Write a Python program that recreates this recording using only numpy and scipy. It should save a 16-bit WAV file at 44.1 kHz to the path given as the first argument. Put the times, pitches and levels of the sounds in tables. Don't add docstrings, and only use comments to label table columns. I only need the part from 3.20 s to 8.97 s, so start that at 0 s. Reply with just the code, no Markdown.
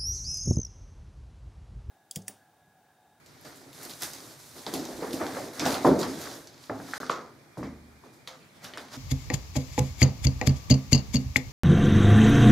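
import sys
import numpy as np
from scipy import signal
from scipy.fft import rfft, irfft, next_fast_len
from scipy.io import wavfile
from scipy.ndimage import uniform_filter1d

SR = 44100
rng = np.random.default_rng(int(sys.argv[2]) if len(sys.argv) > 2 else 0)


def wrap_up_sound(samples):
    columns = np.atleast_2d(samples).T
    tamed = np.clip(columns, -1, 1)
    steps = np.round(tamed * 32767).astype(np.int16)
    wavfile.write(sys.argv[1], SR, steps)


def volts_from_db(level):
    exponent = np.asarray(level, float) / 20
    return 10 ** exponent


N = 254456


def unit(x):
    return x / np.sqrt(np.mean(x ** 2) + 1e-20)


def peak_one(x):
    return x / np.abs(x).max()


def along(points, hz):
    f, value = np.transpose(points)
    return np.interp(np.log(hz + 1), np.log(f + 1), value)


def filtered(x, response):
    m = next_fast_len(x.shape[-1] + 8192)
    hz = np.fft.rfftfreq(m, 1 / SR)
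    return irfft(rfft(x, m) * response(hz), m)[..., :x.shape[-1]]


def resonance(f, hz, width_hz):
    return 1j * f * width_hz / (hz * hz - f * f + 1j * f * width_hz)


def favoured(hz):
    # (frequency [Hz], width [Hz], lift [dB])
    standing_waves = [(157.6, 11, 3), (263, 22, 2), (334, 15, 3), (604, 17, 2.5), (724, 20, 0.5),
                      (860, 25, 1)]
    return volts_from_db(sum(db * np.abs(resonance(hz, c, w)) ** 2 for c, w, db in standing_waves))


def spread(pair, colour, apart):
    # (frequency [Hz], correlation [-1..1])
    likeness = [(60, 0.89), (150, 0.9), (300, 0.86), (600, 0.59), (1200, 0.57), (2400, 0.53), (5000, 0.69),
                (9000, 0.54), (15000, 0.64)]

    def mid_side(hz):
        angle = apart * np.arccos(np.clip(along(likeness, hz), -1, 1)) / 2
        return colour(hz) * [np.cos(angle), np.sin(angle)]

    mid, side = filtered(pair, mid_side)
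    return np.array([mid + side, mid - side])


def pressure(s, rise_s, hold_s, db, fade_db_per_s):
    rise_from_db = -25
    t = np.arange(0, N + 32, 32)[:, None] / SR
    rise_db = rise_from_db * np.maximum(s - t, 0) / rise_s
    fade_db = fade_db_per_s * np.maximum(t - s - hold_s, 0)
    power = volts_from_db(2 * np.maximum(db + rise_db - fade_db, -150)).sum(axis=1)
    return np.interp(np.arange(N) / SR, t[:, 0], power)


def rub(spectrum, grain_db, grain_ms, patchy_db, apart=0.83):
    knots = rng.exponential(1, int(N / SR / grain_ms * 1000) + 2)
    grain = np.arange(N) / SR / grain_ms * 1000
    slips = volts_from_db(grain_db * np.interp(grain, np.arange(len(knots)), knots))
    z = signal.stft(slips * rng.standard_normal((2, N)), nperseg=512)[2]
    patches = uniform_filter1d(rng.standard_normal(z.shape[1:]), size=6, axis=0)
    patches = uniform_filter1d(patches, size=6, axis=1)
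    pair = signal.istft(z * volts_from_db(patchy_db * unit(patches)), nperseg=512)[1][:, :N]
    return unit(spread(pair, lambda hz: volts_from_db(along(spectrum, hz)) * favoured(hz), apart))


def hall(stretch, seconds):
    # (frequency [Hz], t60 [s])
    t60_s = [(75, 0.88), (250, 0.98), (600, 0.57), (1500, 0.53), (4000, 0.42), (12000, 0.23)]
    hz, t, z = signal.stft(rng.standard_normal((2, int(seconds * SR))), SR, nperseg=256)
    decay = volts_from_db(-60 * t / (stretch * along(t60_s, hz)[:, None]))
    tail = signal.istft(z * decay, SR, nperseg=256)[1]
    build_up = 1 - np.exp(-np.arange(tail.shape[1]) / SR / 0.00028)
    tail = spread(tail * build_up, favoured, apart=0.58)
    return tail / np.linalg.norm(tail[0])


def add(track, s, blow, fed, stretch, seconds):
    heard = signal.fftconvolve(fed[None], hall(stretch, seconds), axes=1)
    heard[:, :len(blow)] += blow
    spot = track[:, round(s * SR):][:, :heard.shape[1]]
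    spot += heard[:, :spot.shape[1]]


def broom():
    # (frequency [Hz], density [dB per Hz])
    bristles = [(1290, -1.5), (2200, -6), (3100, -3), (3870, 0), (4730, 0.5), (6390, -2.5), (7600, -10),
                (9000, -34), (12000, -70)]
    tips = [(3820, -21.5), (6500, -3.5), (9160, -3.5), (14100, -7), (15000, -13), (15700, -20)]
    head_edge = [(410, -17.5), (700, -3.5), (853, -5.5), (1070, -8.5), (1170, -4), (2060, -9.5),
                 (3200, -25), (4160, -32), (7040, -120)]
    boards = [(21, -55), (35, -23), (123, -8), (179, -13.5), (260, 0), (476, -5.5), (527, -7.5),
              (714, -8.5), (848, -15.5), (1100, -18.5), (1430, -80), (2420, -120)]
    # (full pressure from [s], held for [s], hiss [dB], tip fizz over hiss [dB], weight of the head [dB])
    strokes = [(0.07, 0.26, -62.5, -6.5, 2), (0.28, 0.23, -60.5, -3, 5), (0.55, 0.36, -54, -0.5, -7),
               (0.95, 0.17, -52, -2, -2.5), (1.2, 0.18, -55, -0.5, -9), (1.37, 0.066, -52, -2.5, -5),
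               (1.48, 0.78, -49, -3, 8), (2.35, 0.04, -48.5, -2.5, -14), (2.41, 0.11, -43, -6, 9.5),
               (2.68, 0.13, -51, -4.5, 20.5), (2.88, 0.26, -46, -5, 4), (3.28, 0.41, -59.5, -14, -3),
               (3.8, 0.07, -52.5, -8, -7), (4.15, 0.12, -76, -17, 14), (5.1, 0.28, -75.5, 3, 11),
               (5.47, 0.2, -60.5, -12, 3)]
    # (peak time [s], rise [s], hiss [dB], tip fizz over hiss [dB])
    flicks = [(0.062, .008, -67, -9), (0.25, 0.0088, -51.5, -7), (0.27, 0.1, -56, -1),
              (0.36, 0.024, -59, 3.5), (0.635, 0.052, -49, 2.5), (0.7, .03, -46.5, -0.5),
              (0.832, 0.051, -38, 1.5), (0.937, 0.049, -48.5, -3), (1.468, .01, -49, -5),
              (1.545, 0.031, -39, -3), (1.6, .05, -49, -15), (1.933, 0.014, -43, 0),
              (2.18, 0.42, -46.5, -4), (2.399, 0.01, -34.5, -21), (2.468, 0.035, -34, -2.5),
              (2.53, 0.087, -37, -3), (2.664, 0.11, -38.5, -6.5), (2.8, 0.034, -39.5, -4),
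              (2.834, .04, -43, -4.5), (3.022, 0.084, -45, -2), (3.436, 0.077, -53.5, -4.5),
              (3.775, 0.35, -45, -3.5), (3.904, 0.021, -41, -12), (4.376, 0.0084, -56.5, -2),
              (4.442, 0.1, -54.5, -13), (4.852, 0.042, -63, -6), (4.936, 0.023, -65, 1.5),
              (5.081, .015, -49, -9), (5.443, 0.037, -47.5, -4), (5.612, 0.14, -52.5, -5),
              (5.737, 0.052, -42.5, -9)]
    # (peak time [s], rise [s], scrape [dB], rumble over scrape [dB])
    shoves = [(0.252, 0.015, -48.5, -0.5), (0.642, 0.14, -48.5, 3.5), (0.826, 0.044, -45.5, -5),
              (1.362, 0.04, -56.5, 11.5), (1.471, 0.017, -45.5, 5.5), (1.578, 0.17, -56.5, 17.5),
              (1.833, 0.051, -40.5, -3), (2.012, 0.041, -35, 5.5), (2.172, 0.06, -40.5, 0.5),
              (2.375, 0.1, -48, -14), (2.468, 0.13, -32.5, 2.5), (2.562, 0.079, -35.5, -2),
              (2.834, 0.07, -39, 0), (3.076, 0.43, -47, -12), (3.2, .06, -63, -17), (3.69, .1, -49.5, 0.5),
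              (4.39, 0.018, -52.5, 11), (4.715, .02, -63, -6), (4.841, 0.034, -60.5, 5),
              (4.95, .08, -76, 14), (5.09, .015, -51.5, -19), (5.15, .05, -60, -11),
              (5.447, 0.066, -47, -14), (5.582, 0.099, -46.5, 0), (5.742, .05, -47, -3)]
    s, hold_s, hiss_db, tips_db, weight_db = np.transpose(strokes)
    flick_s, flick_rise_s, flick_db, flick_tips_db = np.transpose(flicks)
    shove_s, shove_rise_s, shove_db, deep_db = np.transpose(shoves)

    def stroke(db):
        return pressure(s, 0.05, hold_s, db, fade_db_per_s=99)

    def flick(db, fade_db_per_s):
        return pressure(flick_s, flick_rise_s, 0, db, fade_db_per_s)

    def shove(db, fade_db_per_s):
        return pressure(shove_s, shove_rise_s, 0, db, fade_db_per_s)

    hiss = stroke(hiss_db) + flick(flick_db, 147)
    fizz = stroke(hiss_db + tips_db) + flick(flick_db + flick_tips_db, 197)
    scrape = stroke(hiss_db - 8 + 0.59 * weight_db) + shove(shove_db, 138)
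    rumble = stroke(hiss_db + weight_db) + shove(shove_db + deep_db, 96)
    return (np.sqrt(hiss) * rub(bristles, grain_db=1.5, grain_ms=2.5, patchy_db=1.1)
            + np.sqrt(fizz) * rub(tips, grain_db=1.4, grain_ms=0.92, patchy_db=1.0, apart=1.06)
            + np.sqrt(scrape) * rub(head_edge, grain_db=1.5, grain_ms=4.5, patchy_db=2.0)
            + np.sqrt(rumble) * rub(boards, grain_db=0.03, grain_ms=13, patchy_db=2.0, apart=0.47))


def knocks():
    # (time [s], peak [dB], wood
    # pitch [Hz], hall answer [dB])
    wood_and_heels = [(0.246, -46, 520, 0), (1.537, -26.5, 322, 6.5), (1.8222, -24.5, 475, 0.5),
                      (1.8442, -30, 424, -4), (1.937, -28.5, 315, 3), (2.008, -28.5, 704, 4.5),
                      (2.169, -33.5, 570, 7.5), (2.42, -23.5, 333, 2), (2.461, -15, 696, 0),
                      (2.524, -23.5, 736, 3.5), (2.646, -11.5, 514, -1), (2.6555, -16, 805, -7),
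                      (2.666, -10, 343, 1), (2.6725, -5.5, 390, -11), (2.6893, -13, 396, -6),
                      (2.715, -16, 328, -6.5), (3.4962, -26.5, 313, -1), (3.498, -28, 700, 5.5),
                      (3.598, -34.5, 310, 3), (4.373, -31.5, 226, 5.5), (4.432, -37, 298, -1.5),
                      (4.836, -46, 350, 4.5), (5.074, -48.5, 600, 6)]
    # (time [s], peak [dB], pitch [Hz], floor thud
    # [dB], hall answer [dB])
    clacks = [(0.822, -29.5, 1600, -15, 1), (1.466, -31, 860, -8, 0.5), (1.829, -29.5, 910, -11, -1),
              (2.065, -28, 1510, -9, 0), (2.649, -13.5, 930, -1, -0.5), (3.496, -25.5, 1140, -13, -3),
              (3.498, -27.5, 1650, -30, -9), (3.6, -35, 1490, -13, 0.5), (3.735, -18, 1530, -41, -1.5),
              (3.8022, -34.5, 1210, -2.5, 2.5), (3.831, -23.5, 1270, -14, -4),
              (3.897, -12.5, 1130, -21, -1), (3.918, -30, 1108, -27, -6), (4.372, -39.5, 1291, 2, -7),
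              (4.429, -33.5, 1050, -2.5, -2.5), (4.43, -38.5, 1900, -30, 8), (4.837, -45.5, 1010, -16, 2.5),
              (5.074, -42, 1100, -35, 6.5), (5.445, -37, 1330, -25, 4), (5.573, -32.5, 1140, -15.5, 0.5)]
    # (frequency [Hz], width [Hz], level [dB])
    floor_modes = [(75, 5.6, -9), (143.3, 30, -5), (271, 42.4, 2), (335, 65, 0.5), (502, 450, -4.5)]
    track, t = np.zeros((2, N)), np.arange(4096) / SR
    push = np.exp(-((t - 0.0006) / 0.0001) ** 2)

    def floor_response(f):
        modes = sum((-1) ** k * volts_from_db(db) * resonance(f, c, w) for k, (c, w, db) in enumerate(floor_modes))
        return modes * np.exp(-(f / 1500) ** 2)

    thud = peak_one(filtered(push, floor_response))
    blows = []
    for s, db, hz, wet_db in wood_and_heels:
        thud_db = -9 - 3.5 * np.log2(hz / 300)
        blows.append((s, db, hz, thud_db, wet_db, 0.82))
    blows += [(*row, 0.85) for row in clacks]
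    for s, db, hz, thud_db, wet_db, stretch in blows:
        ring = filtered(push, lambda f: resonance(f, hz, 0.78 * hz) ** 4 * np.exp(-(f / (2.8 * hz)) ** 2))
        body = filtered(push, lambda f: resonance(f, 0.81 * hz, 1.56 * hz) ** 2
                        * np.exp(-(f / (3.8 * hz)) ** 2))
        ring, body = peak_one(ring), peak_one(body)
        floor = volts_from_db(thud_db + 6.0) * thud
        direct = volts_from_db(db) * (ring + 0.21 * body + floor)
        fed = volts_from_db(db + wet_db) * (0.41 * ring + 0.84 * body + 0.91 * floor)
        add(track, s, direct, fed, stretch, seconds=0.55)
    return track


def ticks():
    # (time [s], peak [dB], sparkle [dB])
    snaps = [(0.062, -42.5, -11), (0.2123, -52, 6), (0.356, -53, -4), (0.5305, -40, -5), (0.5474, -47, -6),
             (0.6142, -38, -6), (0.6305, -39, 3), (0.6518, -32, -1), (0.8094, -33, -6),
             (0.8214, -22.5, 0.5), (0.833, -20.5, -5), (0.9345, -29, -6), (1.5389, -22.5, -3.5),
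             (2.3354, -42, 1), (3.0153, -29, -6)]
    # (time [s], peak [dB], pitch [Hz], sparkle [dB])
    grit = [(0.6964, -32.5, 4200, -14), (0.71, -33.5, 4150, -17), (1.4654, -23.5, 3680, -22),
            (1.653, -28, 5240, -14), (1.932, -29, 3270, -6), (2.0665, -28, 4340, -24),
            (2.255, -43, 5100, -16), (2.396, -18, 5100, -23), (2.401, -26, 2180, -30),
            (2.455, -20, 4570, -17), (2.4632, -23.5, 3600, -8), (2.506, -23, 4440, -17),
            (2.519, -25, 3940, -15), (2.543, -22, 4070, -15), (2.6666, -36, 4980, -22),
            (2.7918, -25, 5840, -16), (2.816, -25, 6030, -12), (2.8305, -22, 4100, -18),
            (3.273, -34.5, 5470, -29), (3.74, -30, 4730, -18), (3.865, -33, 4270, -24),
            (3.896, -26.5, 3420, -22), (3.9125, -28, 4900, -26), (5.0745, -29, 3770, -30),
            (5.076, -33, 4200, -7), (5.0898, -44, 4500, -20), (5.444, -33.5, 5000, -5),
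            (5.45, -29.5, 3830, -25), (5.5368, -30.5, 2740, -30), (5.5738, -32, 2320, -22),
            (5.5748, -32.5, 6560, -22), (5.581, -29.5, 3600, -29), (5.685, -43, 2860, -10)]
    snap_hz, hall_db = 5400, -1
    track, t = np.zeros((2, N)), np.arange(512) / SR
    grains = [(s, db, snap_hz, top_db) for s, db, top_db in snaps] + list(grit)
    for s, db, hz, top_db in grains:
        snap = rng.standard_normal(len(t)) * volts_from_db(-60 * t / 0.0045) * (1 - np.exp(-t / 0.0003))
        snap[3] += 3
        core = filtered(snap, lambda f: resonance(f, hz, 0.99 * hz) ** 2 * np.exp(-(f / (2.1 * hz)) ** 2))
        sparkle = filtered(snap, lambda f: resonance(f, 10900, 5700) ** 3)
        tick = volts_from_db(db + 3.0) * (peak_one(core) + volts_from_db(top_db) * peak_one(sparkle))
        add(track, s, tick, volts_from_db(hall_db) * tick, stretch=0.4, seconds=0.25)
    return track


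def joists():
    # (time [s], frequency [Hz], level [dB], t60 [s], damped at [s])
    booms = [(1.72, 52.3, -46, .6, 2.1), (2.649, 75, -38, 0.64, 3.2), (3.501, 108, -37, 0.52, 3.8),
             (3.809, 75, -53, 0.69, 4.1), (2.672, 263, -26, .8, 3.1), (2.68, 330, -26, .75, 3.1),
             (2.672, 160, -28, .7, 3.1), (4.376, 50.3, -50, 1.3, 4.8), (4.373, 124.5, -34.5, 0.52, 5.1),
             (4.376, 75, -42, 1.8, 4.82), (5.076, 520, -48, 0.66, 5.18)]
    t = np.arange(N) / SR
    track = np.zeros(N)
    for s, hz, db, t60_s, end_s in booms:
        since = np.maximum(t - s, 0)
        envelope = volts_from_db(-60 * since / t60_s) * (1 - np.exp(-since / 0.011))
        damping = np.clip((end_s - t) / 0.022, 0, 1)
        track += volts_from_db(db) * envelope * np.sin(2 * np.pi * hz * since) * damping
    return track


def air():
    # (frequency [Hz], density [dB per Hz])
    running_hush = [(15, -47), (25, -45), (53, -13), (134, 7.5), (190, -5.5), (256, -3.5), (560, -8.5),
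                    (2410, -13), (2610, -20), (4610, -18.5), (6920, -22.5), (14400, -28), (16000, -36)]
    late_hush = [(15, -75), (25, -49.5), (82, -1.5), (242, -3), (285, -12), (1330, -15), (1440, -16),
                 (3160, -18), (16000, -37)]
    # (frequency [Hz], width [Hz], level [dB], starts [s], stops [s])
    machine = (2410, 45, -76, 4.2, 5.074)
    hz, width_hz, whine_db, start_s, stop_s = machine
    t = np.arange(N) / SR
    whine = unit(filtered(rng.standard_normal(N), lambda f: resonance(f, hz, width_hz) ** 2))
    running = volts_from_db(-56) * rub(running_hush, grain_db=0.0, grain_ms=27, patchy_db=0.8, apart=1.5)
    running = running + volts_from_db(whine_db) * whine * (t > start_s)
    late = volts_from_db(-55) * rub(late_hush, grain_db=0.9, grain_ms=30, patchy_db=2.0, apart=1.43)
    return np.where(t < stop_s, running, late)


def scene():
    return broom() + knocks() + ticks() + joists() + air()


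def band_limit(x):
    return signal.sosfilt(signal.butter(12, 16480, fs=SR, output="sos"), x)


def record(dry):
    # (frequency [Hz], gain [dB])
    housing = [(20, -19), (45, -6.5), (70, -3), (2300, 0.5), (2850, -2.5), (3500, 0), (15700, 0),
               (15900, -38.5)]
    # (frequency [Hz], left minus right [dB])
    lean = [(60, -2.5), (150, 0), (380, -1), (950, 0), (2380, -1), (5980, -1), (9000, -2.5), (11500, -5),
            (15000, 4.5)]
    # (from [s], to [s])
    silence = (3.7801, 3.8013)
    sides = np.array([[1], [-1]])
    x = filtered(dry, lambda hz: volts_from_db(along(housing, hz) + along(lean, hz) / 2 * sides))
    t = np.arange(N) / SR
    kept = (t < silence[0]) | (t > silence[1])
    return band_limit(x * kept)


dry = scene()
out = record(dry)
wrap_up_sound(out)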